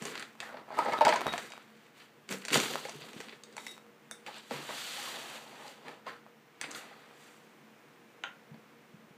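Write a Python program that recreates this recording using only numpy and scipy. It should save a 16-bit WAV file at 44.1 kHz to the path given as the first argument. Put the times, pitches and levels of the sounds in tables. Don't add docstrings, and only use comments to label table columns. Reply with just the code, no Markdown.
import sys
import numpy as np
from scipy import signal
from scipy.io import wavfile
from scipy.ndimage import uniform_filter1d

SR = 44100
rng = np.random.default_rng(int(sys.argv[2]) if len(sys.argv) > 2 else 0)


def waveform_to_disk(signal):
    frames = np.transpose(np.atleast_2d(signal))
    scaled = np.clip(frames, -1, 1) * 32767
    samples = np.round(scaled).astype(np.int16)
    wavfile.write(sys.argv[1], SR, samples)


N = 404387
TIME = np.arange(N) / SR

# (centre [Hz], width of one pass [Hz], level [dB])
CARTON_MODES = [(563, 227, 4.5), (678, 94, 6.5), (771, 162, 6.5), (933, 263, 5.5), (1282, 205, -1.5),
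                (2186, 420, -15.5)]
# (centre [Hz], width of one pass [Hz], level [dB])
TABLE_MODES = [(146, 39, -3.5), (227.6, 75, 1.5), (371, 217, -1), (448, 164, 4)]
# (frequency [Hz], density [dB per Hz])
SCRAPE_SPECTRUM = [(500, -24), (1000, -15), (1500, -9), (2500, -14.5), (4000, -14.5), (5000, -14.5),
                   (6500, -43)]
# (frequency [Hz], density [dB per Hz])
CRACK_SPECTRUM = [(3000, -45), (4500, 3), (5500, 2.5), (7500, 8.5), (9500, -1), (12000, -19.5),
                  (16000, -12)]


def gain_of(db):
    return 10 ** (np.asarray(db) / 20)


def evened(x):
    return x / np.sqrt(np.mean(x ** 2) + 1e-20)


def read(points, hz):
    f, value = np.transpose(points)
    return np.interp(np.log(hz + 1), np.log(f + 1), value)


def add(mix, start_s, sound):
    part = mix[round(start_s * SR):][:len(sound)]
    part += sound[:len(part)]


def colour(x, points):
    log_gain = np.log(gain_of(read(points, abs(np.fft.fftfreq(4096, 1 / SR)))))
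    minimum_phase = np.exp(np.conj(signal.hilbert(log_gain)))
    taps = np.fft.ifft(minimum_phase).real[:2048]
    return signal.oaconvolve(x, taps)[:len(x)]


def resonate(x, hz, width_hz):
    turn = np.exp(2j * np.pi * np.cumsum(hz * np.ones(len(x))) / SR)
    pole = np.exp(-np.pi * width_hz / SR)
    return 2 * (turn * signal.lfilter([1 - pole], [1, -pole], x / turn)).real


def body(x, modes):
    total = 0
    for k, (hz, width_hz, db) in enumerate(modes):
        mode = resonate(resonate(x, hz, width_hz), hz, width_hz)
        total = total + (-1) ** k * gain_of(db) * mode
    return total


def grit(per_s, spread_db):
    size_draw, sign_draw, slip_draw = rng.random((3, N))
    size = gain_of(-spread_db * np.log(np.maximum(size_draw, .01)))
    return evened(size * np.sign(sign_draw - .5) * (slip_draw < per_s / SR))


def air():
    # (frequency [Hz], density [dB per Hz])
    rush_spectrum = [(18, -65), (30, -47), (90, -19), (145, 0), (221, -6.5), (252, -0.5), (384, -1),
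                     (426, -2.5), (461, -4), (649, -5), (988, -6), (2300, -9), (4780, -22), (5450, -21),
                     (14400, -32.5), (16000, -44)]
    # (time [s], level [dB])
    rush_swell = [(0, 1), (2, -1), (4, 0), (6.4, -0.5), (7.6, 1.6), (8.3, 1.6), (9.17, 0.6)]
    # (centre [Hz], width [Hz], level [dB rms])
    motor_tones = [(133, 52, -76), (219.5, 4.5, -67), (475, 4.5, -68.5)]
    rush_db = -61
    swell = gain_of(np.interp(TIME, *np.transpose(rush_swell)))
    mix = gain_of(rush_db) * evened(colour(rng.standard_normal(N), rush_spectrum)) * swell
    for hz, width_hz, db in motor_tones:
        mix = mix + gain_of(db) * evened(resonate(rng.standard_normal(N), hz, width_hz))
    return mix


def rubbing(swells, gritty, clumpy_db):
    smooth_per_s, snaps_per_s = 2600, 310
    # (frequency [Hz], density [dB per Hz])
    fizz_spectrum = [(3500, -29), (5200, -1), (7500, 5.5), (10000, -2.5), (13000, -5), (16000, -9)]
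    fade_db = -20
    s, rise, hold, fall, db, thrum_db, hollow_db, fizz_db, swell_hz = np.transpose(swells)[:, :, None]

    t = TIME[::64]
    before = np.maximum(s - t, 0) / np.maximum(rise, .003)
    after = np.maximum(t - s - hold, 0) / np.maximum(fall, .003)
    power = gain_of(np.maximum(db + fade_db * (before + after), -120)) ** 2
    hz = np.interp(TIME, t, (power * swell_hz).sum(0) / power.sum(0))
    levels = [np.interp(TIME, t, np.sqrt((power * gain_of(d) ** 2).sum(0)))
              for d in (0, thrum_db, hollow_db, fizz_db)]

    bunches = evened(uniform_filter1d(uniform_filter1d(rng.standard_normal((5, N)), size=400), size=200))
    clumps = gain_of(clumpy_db * (0.36 * bunches[0] + 0.68 * bunches[1:]))
    force, thrum, hollow, fizz = clumps * levels

    slips = rng.standard_normal(N) + gritty * (grit(smooth_per_s, 3.0) + .8 * grit(snaps_per_s, 3.2))
    scrape = colour(slips, SCRAPE_SPECTRUM)
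    scrape = evened(0.036 * evened(scrape) + evened(resonate(scrape, hz, 1940)))
    return (force * scrape
            + thrum * evened(body(slips, TABLE_MODES))
            + hollow * evened(body(slips, CARTON_MODES))
            + fizz * evened(colour(slips, fizz_spectrum)))


def bump(db, hz, t60_s):
    rise_cycles = 0.58
    t = np.arange(SR // 4) / SR
    onset = (1 - np.exp(-t * hz / rise_cycles)) ** 2
    swing = np.sin(2 * np.pi * hz * t) * gain_of(-60 * t / max(t60_s, .01)) * onset
    return gain_of(db) * swing / abs(swing).max()


def knock(db, hollow_db, crack_db, rattle_ms):
    thud_db = -24.5
    middle_spot_hz, hollow_db_per_octave = 1820, 44
    hollow_lead_s = 0.00195
    t = np.arange(SR // 5) / SR
    spot_hz = middle_spot_hz * 2 ** (-hollow_db / hollow_db_per_octave)

    blow = gain_of(-60 * (1000 * t / max(rattle_ms, 3)) ** 1.7) + 2.3 * gain_of(-14000 * t)
    contact = rng.standard_normal(len(t)) * blow * np.minimum(t / 0.00033, 1)
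    contact[6] += 5.0

    spot = evened(resonate(contact, spot_hz, 0.53 * spot_hz)) + 1.14 * evened(contact)
    spot = colour(spot, SCRAPE_SPECTRUM)
    thud = body(contact, TABLE_MODES)
    crack = colour(contact * gain_of(-900 * t), CRACK_SPECTRUM)
    hollow = np.roll(body(contact, CARTON_MODES), -round(hollow_lead_s * SR))
    hollow = signal.lfilter(*signal.butter(2, 250, "high", fs=SR), hollow)
    parts = [(0, spot), (thud_db, thud), (hollow_db, hollow), (crack_db, crack)]
    return sum(gain_of(db + part_db) * x / abs(x).max() for part_db, x in parts)


def flap():
    # (time [s], resonance [Hz], level [dB])
    drag_path = [(.41, 1880, -53), (.432, 1750, -48), (.47, 1750, -51), (.5, 1470, -50.5), (.54, 1250, -57),
                 (.6, 1310, -58), (.63, 1200, -68)]
    s, hz, db = np.transpose(drag_path)
    slips = rng.standard_normal(N) + 1.2 * grit(1800, 2.5)
    drag = evened(resonate(slips, np.interp(TIME, s, hz), 280))
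    return gain_of(np.interp(TIME, s, db, left=-120, right=-120)) * drag


def pop(db, hz, length_s):
    t = np.arange(SR // 8) / SR
    waver = 1 + 0.031 * evened(uniform_filter1d(rng.standard_normal(len(t)), size=300))
    note = np.sin(2 * np.pi * np.cumsum(hz * waver) / SR)
    damping = gain_of(-41 * (t / max(length_s, .005)) ** 3)
    return gain_of(db) * damping * np.minimum(t * hz, 1) * note


def clink(db, others_db, place, damping):
    # (mode [Hz], twin [Hz], level [dB], t60 before damping [s])
    bowl_modes = [(3785, 3590, 0, .22), (2025, 2200, 3, .11), (5430, 5520, -7, .3), (5770, 6820, -11, .14),
                  (7960, 7990, -8, .26), (8900, 8780, -14, .13), (10430, 10380, -10, .11),
                  (11750, 11330, -15, .11), (13340, 12670, -13, .11)]
    hz, twin_hz, mode_db, t60_s = np.transpose(bowl_modes)
    t = np.arange(SR // 3)[:, None] / SR
    phase, twin_phase = rng.random((2, len(bowl_modes)))

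    turn = np.pi / 2 * place
    pair = np.cos(turn) * np.sin(2 * np.pi * (hz * t + phase))
    pair = pair + np.sin(turn) * np.sin(2 * np.pi * (twin_hz * t + twin_phase))

    wander = uniform_filter1d(rng.standard_normal(pair.shape), size=260, axis=0)
    waver = .9 + .4 * evened(uniform_filter1d(wander, size=130, axis=0))

    weight_db = mode_db + others_db * (np.arange(len(bowl_modes)) > 0)
    ring = gain_of(db + weight_db - 60 * t / (damping * t60_s)) * pair * waver
    t = t[:, 0]
    return ring.sum(1) * np.minimum(t / 0.001, 1) * (1 + .5 * gain_of(-1500 * t))


def cap(db):
    # (centre [Hz], width of one pass [Hz], level [dB])
    jug_modes = [(342, 120, -2.5), (547, 150, 4), (765, 160, 10.5), (1010, 150, 10), (1435, 160, 18),
                 (1520, 120, 13), (1770, 530, 9), (2280, 310, 4.5), (2490, 460, 6), (3100, 380, 4.5),
                 (3660, 530, -3), (6230, 680, -6)]
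    # (frequency [Hz], level re burst peak [dB], t60 [s])
    jug_ring = [(1362, -20, .15), (1490, -25, .33), (3015, -24, .08)]
    t = np.arange(SR // 4) / SR
    snap, shudder = rng.standard_normal((2, len(t)))
    snap = snap * gain_of(-7000 * t)
    shudder = shudder * 0.19 * gain_of(-320 * t)
    snap[0] = 6
    burst = body(snap, jug_modes) + body(shudder, jug_modes[:-1]) + 0.034 * colour(snap, CRACK_SPECTRUM)
    ring = sum(gain_of(ring_db - 60 * t / t60_s) * np.sin(2 * np.pi * hz * t)
               for hz, ring_db, t60_s in jug_ring)
    return gain_of(db) * (burst / abs(burst).max() + ring)


def kitchen(x):
    # (frequency [Hz], t60 [s])
    decay = [(200, 0.38), (530, 0.084), (1400, 0.31), (3700, 0.2), (9700, 0.27)]
    taps = np.zeros(SR // 2)
    at = np.arange(200, len(taps) - 20, 20)
    taps[at + rng.integers(0, 20, len(at))] = rng.choice([-1., 1.], len(at))
    hz, t, bands = signal.stft(taps, SR, nperseg=256)
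    bands = bands * gain_of(-60 * t / read(decay, hz)[:, None])
    tail = signal.istft(bands, SR, nperseg=256)[1]
    return signal.fftconvolve(x, tail / np.linalg.norm(tail))[:N]


def scene():
    # (full force [s], rise [s], hold [s], fall [s], scrape [dB], table thrum [dB], hollow carton [dB],
    # fizz [dB], scrape centre [Hz])
    rustle_swells = [(0.06, 0.15, 0.0054, 0.23, -44, -1, -6.5, -6.5, 2470),
                     (0.19, 0.23, 0.02, 0.084, -45.5, -11, -21, -18, 1690),
                     (0.42, 0.042, 0.045, 0.11, -50.5, -21, -2, -13, 1700),
                     (0.53, 0.16, 0.06, 0.11, -57, 2, 8.5, -32, 1500),
                     (0.778, 0.097, 0.2, 0.064, -43.5, -1, 0, -14.5, 1260),
                     (1.062, 0.037, 0.0036, 0.32, -34, -2.5, -18, -23, 2000),
                     (1.29, 0.057, 0.0071, 0.087, -53, -18, -0.5, -12, 2160),
                     (1.344, 0.12, 0.097, 0.11, -48.5, -7, -8, -5.5, 2060),
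                     (1.55, 0.18, 0.029, 0.23, -58, -29, -9, -12, 2050),
                     (1.85, 0.42, 0.014, 0.11, -61.5, -12, -18, -11, 2160),
                     (1.97, 0.047, 0.061, 0.11, -56.5, -14, -10, -9.5, 2460),
                     (2.311, 0.019, 0.015, 0.063, -38.5, 2.5, -6.5, -5, 2230),
                     (2.38, 0.076, 0.14, 0.11, -55.5, -3, -13, -5.5, 2160),
                     (2.532, 0.024, 0.032, 0.075, -27, -3.5, -15, -6, 2850),
                     (2.6, 0.051, 0.049, 0.26, -35, -6.5, -8.5, -5.5, 3200),
                     (2.9, 0.63, 0.35, 0.21, -52.5, -1.5, -7, -8, 2870),
                     (3.5, 0.16, 0.045, 0.12, -61, 2, -24, -16, 2300),
                     (3.6, 0.077, 0.12, 0.11, -56.5, -3, -6, -1, 2980)]
    # (full force [s], rise [s], hold [s], fall [s], scrape [dB], table thrum [dB], hollow body [dB],
    # fizz [dB], scrape centre [Hz])
    slide_swells = [(4.27, 0.013, 0.0073, 0.079, -46.5, -3.5, -1, -10, 1880),
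                    (4.364, 0.099, 0.0053, 0.082, -44.5, -15, -7.5, -14.5, 3070),
                    (4.52, 0.024, 0.006, 0.27, -40.5, -4, -3.5, -10, 2440),
                    (4.702, 0.025, 0.012, 0.11, -45, -1.5, 1.5, -19, 1890),
                    (4.78, 0.35, 0.28, 0.5, -40, -38, -14.5, -6, 3200),
                    (5.1, 0.41, 0.11, 0.52, -53, -1, 4.5, -15, 1500),
                    (5.3, 0.93, 0.081, 0.044, -49, -22.5, -7, -5.5, 2330),
                    (5.56, 0.45, 0.12, 0.16, -54, -4, 0.5, -9, 2220),
                    (5.67, 0.11, 0.043, 0.13, -53, -30, -26, -8.5, 2920),
                    (5.888, 0.11, 0.0037, 0.13, -49.5, -1, 2, -13.5, 2100),
                    (6.072, 0.018, 0.017, 0.12, -45.5, -8, -4.5, -16.5, 1250),
                    (6.643, 0.031, 0.0044, 0.031, -38.5, -18, -25, -30, 1760),
                    (6.69, 0.13, .01, 0.67, -49.5, -6, -4, -13, 2020),
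                    (6.762, 0.045, 0.011, 0.088, -45, -12, -15, -2.5, 2000),
                    (7.23, 0.21, .01, 0.36, -59, -11, -24, -3, 2320)]
    # (time [s], peak [dB], frequency [Hz], t60 [s])
    bump_events = [(0.018, -38.5, 188, 0.035), (0.871, -62, 233, 0.061), (2.31, -38.5, 195, 0.25),
                   (2.556, -28, 150, 0.09), (2.574, -21.5, 227, 0.026), (0.787, -33.5, 334, 0.05),
                   (4.535, -44, 145, 0.52), (3.163, -35, 215, 0.016), (2.545, -29, 503, 0.039),
                   (2.745, -32.5, 550, 0.02), (2.852, -31, 536, 0.026), (3.203, -37.5, 447, 0.023),
                   (3.329, -44.5, 414, 0.04), (2.947, -47, 145, 0.3), (3.019, -48, 151, 0.058),
                   (3.19, -47, 213.5, 0.026), (4.512, -33, 244, 0.06), (4.98, -39.5, 827, 0.082),
                   (5.075, -35.5, 1070, 0.035), (5.645, -41, 837, 0.1), (6.68, -49, 298, 0.4),
                   (8.512, -41.5, 155, 0.08), (8.541, -43, 205, 0.022), (8.938, -43, 173, 0.047),
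                   (9.04, -52, 184, 0.042), (9.106, -47, 178, 0.03)]
    # (time [s], struck spot peak [dB], hollow [dB], crack [dB], rattle t60 [ms])
    knock_events = [(0.0224, -31.5, -7.5, 0.5, 26), (0.0531, -29, -22, 3, 20), (0.154, -26, -15, -12, 24),
                    (0.177, -28, -24, -12, 8.6), (0.196, -36.5, -17, 4, 17), (0.225, -30, -13, -6, 17),
                    (0.403, -23.5, -22, -8, 17), (0.409, -37, -29, -6, 24), (0.49, -37, -3, -22, 14),
                    (0.5425, -42, 8, -25, 24), (0.561, -57, 1, -27, 16), (0.5699, -37, 1, -22, 33),
                    (0.6805, -58, 16, -25, 22), (0.7045, -48, 16, -10, 15), (0.7155, -46, 13, -25, 72),
                    (0.7725, -44, 17, -20, 14), (0.781, -44, 17, -22, 26), (0.7888, -19.5, 1.5, -11.5, 33),
                    (0.818, -40, 9, -17, 22), (0.849, -41, 14, 1, 40), (0.86, -40, 17, -20, 26),
                    (0.8835, -32.5, 12, -21, 40), (0.896, -29, -3, -14, 16), (0.922, -29, 2, -10.5, 63),
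                    (0.934, -28.5, 7.5, -8, 32), (1.0091, -21, 7, -22, 22), (1.017, -20, 2, -16, 30),
                    (1.0504, -16, -11, -3, 26), (1.061, -25, 3, -19, 13), (1.068, -21, 10, -20, 18),
                    (1.0806, -18, 2, -4, 58), (1.0912, -17.5, -22, -5, 36), (1.1249, -17.5, -5.5, -24, 33),
                    (1.138, -25.5, 6, -5, 39), (1.1597, -24, 0, -1.5, 75), (1.213, -44, -1.5, -2, 37),
                    (1.255, -52.5, -7, -6, 23), (1.267, -34, -9, 0.5, 20), (1.283, -33, -8, -13, 20),
                    (1.329, -28, -28, -6, 24), (1.3371, -26, -2, -19, 21), (1.3789, -23, -8.5, -5, 29),
                    (1.503, -45, 1.5, 6, 29), (1.5201, -32.5, -20, -7, 23), (2.29, -32, -20, -2, 24),
                    (2.325, -31, -6, 6, 12), (2.451, -27.5, -18, 1, 7.8), (2.457, -31.5, -18, -2, 10),
                    (2.483, -22.5, -20, -4.5, 49), (2.504, -24, -20, -14, 12), (2.51, -26, -25, -8, 9),
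                    (2.5241, -29, -20, -1, 13), (2.5306, -13, -18, -7, 20), (2.535, -27, -23, -6, 12),
                    (2.543, -11.5, -35, -4, 18), (2.55, -24, -26, 1, 8.2), (2.557, -17.5, 2.5, -18, 14),
                    (2.573, -24.5, -15, 7, 11), (2.5913, -23, -12, -14, 8.7), (2.601, -15, -22, -4, 13),
                    (2.736, -26, -23, -13, 12), (2.744, -33, -22, -2, 29), (2.782, -37.5, -23, -5, 15),
                    (2.793, -36, -29, -1, 20), (2.8519, -29, -8, -9, 39), (2.885, -35, 1, -7, 26),
                    (2.894, -33, -22, 2, 23), (3.0133, -40, -32, -15, 10), (3.02, -32.5, -51, -24, 14),
                    (3.132, -39, -10, -1, 18), (3.2029, -32.5, -10, -7, 20), (3.211, -36, -25, 0, 16),
                    (3.2847, -34.5, -10, -22, 11), (3.293, -34.5, -24, -18, 19),
                    (3.3242, -38.5, -14, -31, 62), (3.436, -39, -53, 2.5, 16), (3.526, -48, -24, 0, 19),
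                    (3.567, -32.5, -3, 2, 11), (3.5797, -29, -4.5, -20, 22), (3.6658, -32, -12, -1, 11),
                    (3.6711, -35, -17, -7, 11), (4.112, -29, -10.5, 4, 4.3), (4.264, -30.5, -22, -11, 47),
                    (4.2832, -50, 2, -20, 32), (4.383, -42.5, -32, 4, 9), (4.343, -35, -32, -12, 22),
                    (4.509, -30.5, 6, -11, 16), (4.6908, -31, -0.5, -12, 15), (5.6793, -38, -49, -4, 14),
                    (5.882, -31.5, -7, -17, 18), (6.0656, -35.5, 2, -13, 22),
                    (6.6132, -23.5, -13.5, 2.5, 13), (6.623, -43, -22, -10, 9), (6.6411, -26, -12, -30, 18),
                    (6.7095, -47, -25, 14, 13), (6.714, -32, -36, 2, 15), (6.7482, -30, -40, -8, 20),
                    (6.755, -44, -11, -25, 18), (6.911, -57.5, 14.5, -32, 49), (8.543, -46, -2, -30, 15)]
    # (time [s], level [dB], note [Hz], time to fall 41 dB [s])
    pop_events = [(0.714, -41.5, 834, 0.049), (.779, -29, 1240, 0.083), (.781, -46, 2150, .05),
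                  (0.789, -17, 906, 0.016), (0.818, -35, 860, 0.027), (0.861, -32, 870, 0.035),
                  (0.883, -30, 803, 0.02), (.921, -34.5, 2170, 0.033), (0.935, -24.5, 950, 0.013),
                  (0.939, -30.5, 1242, 0.043), (1.009, -12.5, 888, 0.028), (1.011, -18.5, 591, 0.046),
                  (1.055, -20, 835, 0.023), (1.068, -10.5, 880, 0.014), (1.077, -22, 955, 0.029),
                  (1.091, -21, 606, 0.021), (1.125, -19, 871, 0.02), (1.136, -23.5, 946, 0.021),
                  (1.156, -24, 954, 0.02), (1.197, -42, 940, 0.025), (1.217, -38, 750, 0.031),
                  (1.258, -29, 700, 0.022), (1.281, -35.5, 2030, 0.016), (1.336, -36, 1660, .012),
                  (1.339, -29.5, 730, 0.023), (2.552, -24.5, 1356, .014), (2.707, -40, 730, 0.022),
                  (4.283, -37.5, 865, 0.023), (4.511, -37, 464, 0.038), (6.069, -39, 1040, 0.049),
                  (6.752, -39.5, 1420, 0.018)]
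    # (time [s], level [dB], extra level of all modes but the first [dB],
    # place on the rim [0-1], damping [factor on t60])
    clink_events = [(.983, -43, -14, 0, .45), (1.267, -43, -16, 0, 1.4), (1.288, -39, -18, 0, 1.1),
                    (1.33, -52, -14, 0, 1.5), (1.378, -50, -14, 0, 1.2), (1.475, -54, -14, 0, 2),
                    (1.52, -57, -14, 0, 1), (3.435, -55, -8, .4, .35), (3.579, -51, -3, .2, 1.6),
                    (3.666, -44, 1, .12, .5), (3.681, -43, -7, .05, 1.2), (4.1118, -47, 0, .68, .75)]
    # (time [s], burst peak [dB])
    cap_events = [(8.237, -21)]
    # (frequency [Hz], gain [dB])
    table_echo = [(4600, -1.5), (4900, -3), (5150, -13), (5500, -1), (7000, -2.5)]

    hits, rings, bumps = np.zeros((3, N))
    for mix, events, sound in ((bumps, bump_events, bump), (hits, knock_events, knock),
                               (hits, pop_events, pop), (rings, clink_events, clink),
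                               (hits, cap_events, cap)):
        for start_s, *settings in events:
            add(mix, start_s, sound(*settings))
    rub = rubbing(rustle_swells, 0.53, 2.46) + rubbing(slide_swells, 0.24, 1.3) + flap()

    near = hits + rings + bumps + rub
    to_room = gain_of(-5.5) * hits + gain_of(-7.5) * rings + gain_of(-9) * bumps + gain_of(-14.5) * rub
    near = near + kitchen(to_room)
    return (colour(near, table_echo) + air())[None]


def record(dry):
    # (frequency [Hz], gain [dB])
    microphone = [(20, -12), (40, -19), (80, -9.5), (130, -0.5)]
    # (frequency [Hz], density [dB per Hz])
    hiss_spectrum = [(7000, -10), (11000, -42), (13500, 13), (15400, 12)]
    ceiling, hiss_db_rms, edge_hz = .36, -76, 15450
    heard = colour(ceiling * np.tanh(dry[0] / ceiling), microphone)
    heard = heard + gain_of(hiss_db_rms) * evened(colour(rng.standard_normal(N), hiss_spectrum))
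    lowpass = signal.firwin(511, edge_hz, window=("kaiser", 9), fs=SR)
    return signal.oaconvolve(heard[None], lowpass[None], "same")


dry = scene()
out = record(dry)
waveform_to_disk(out)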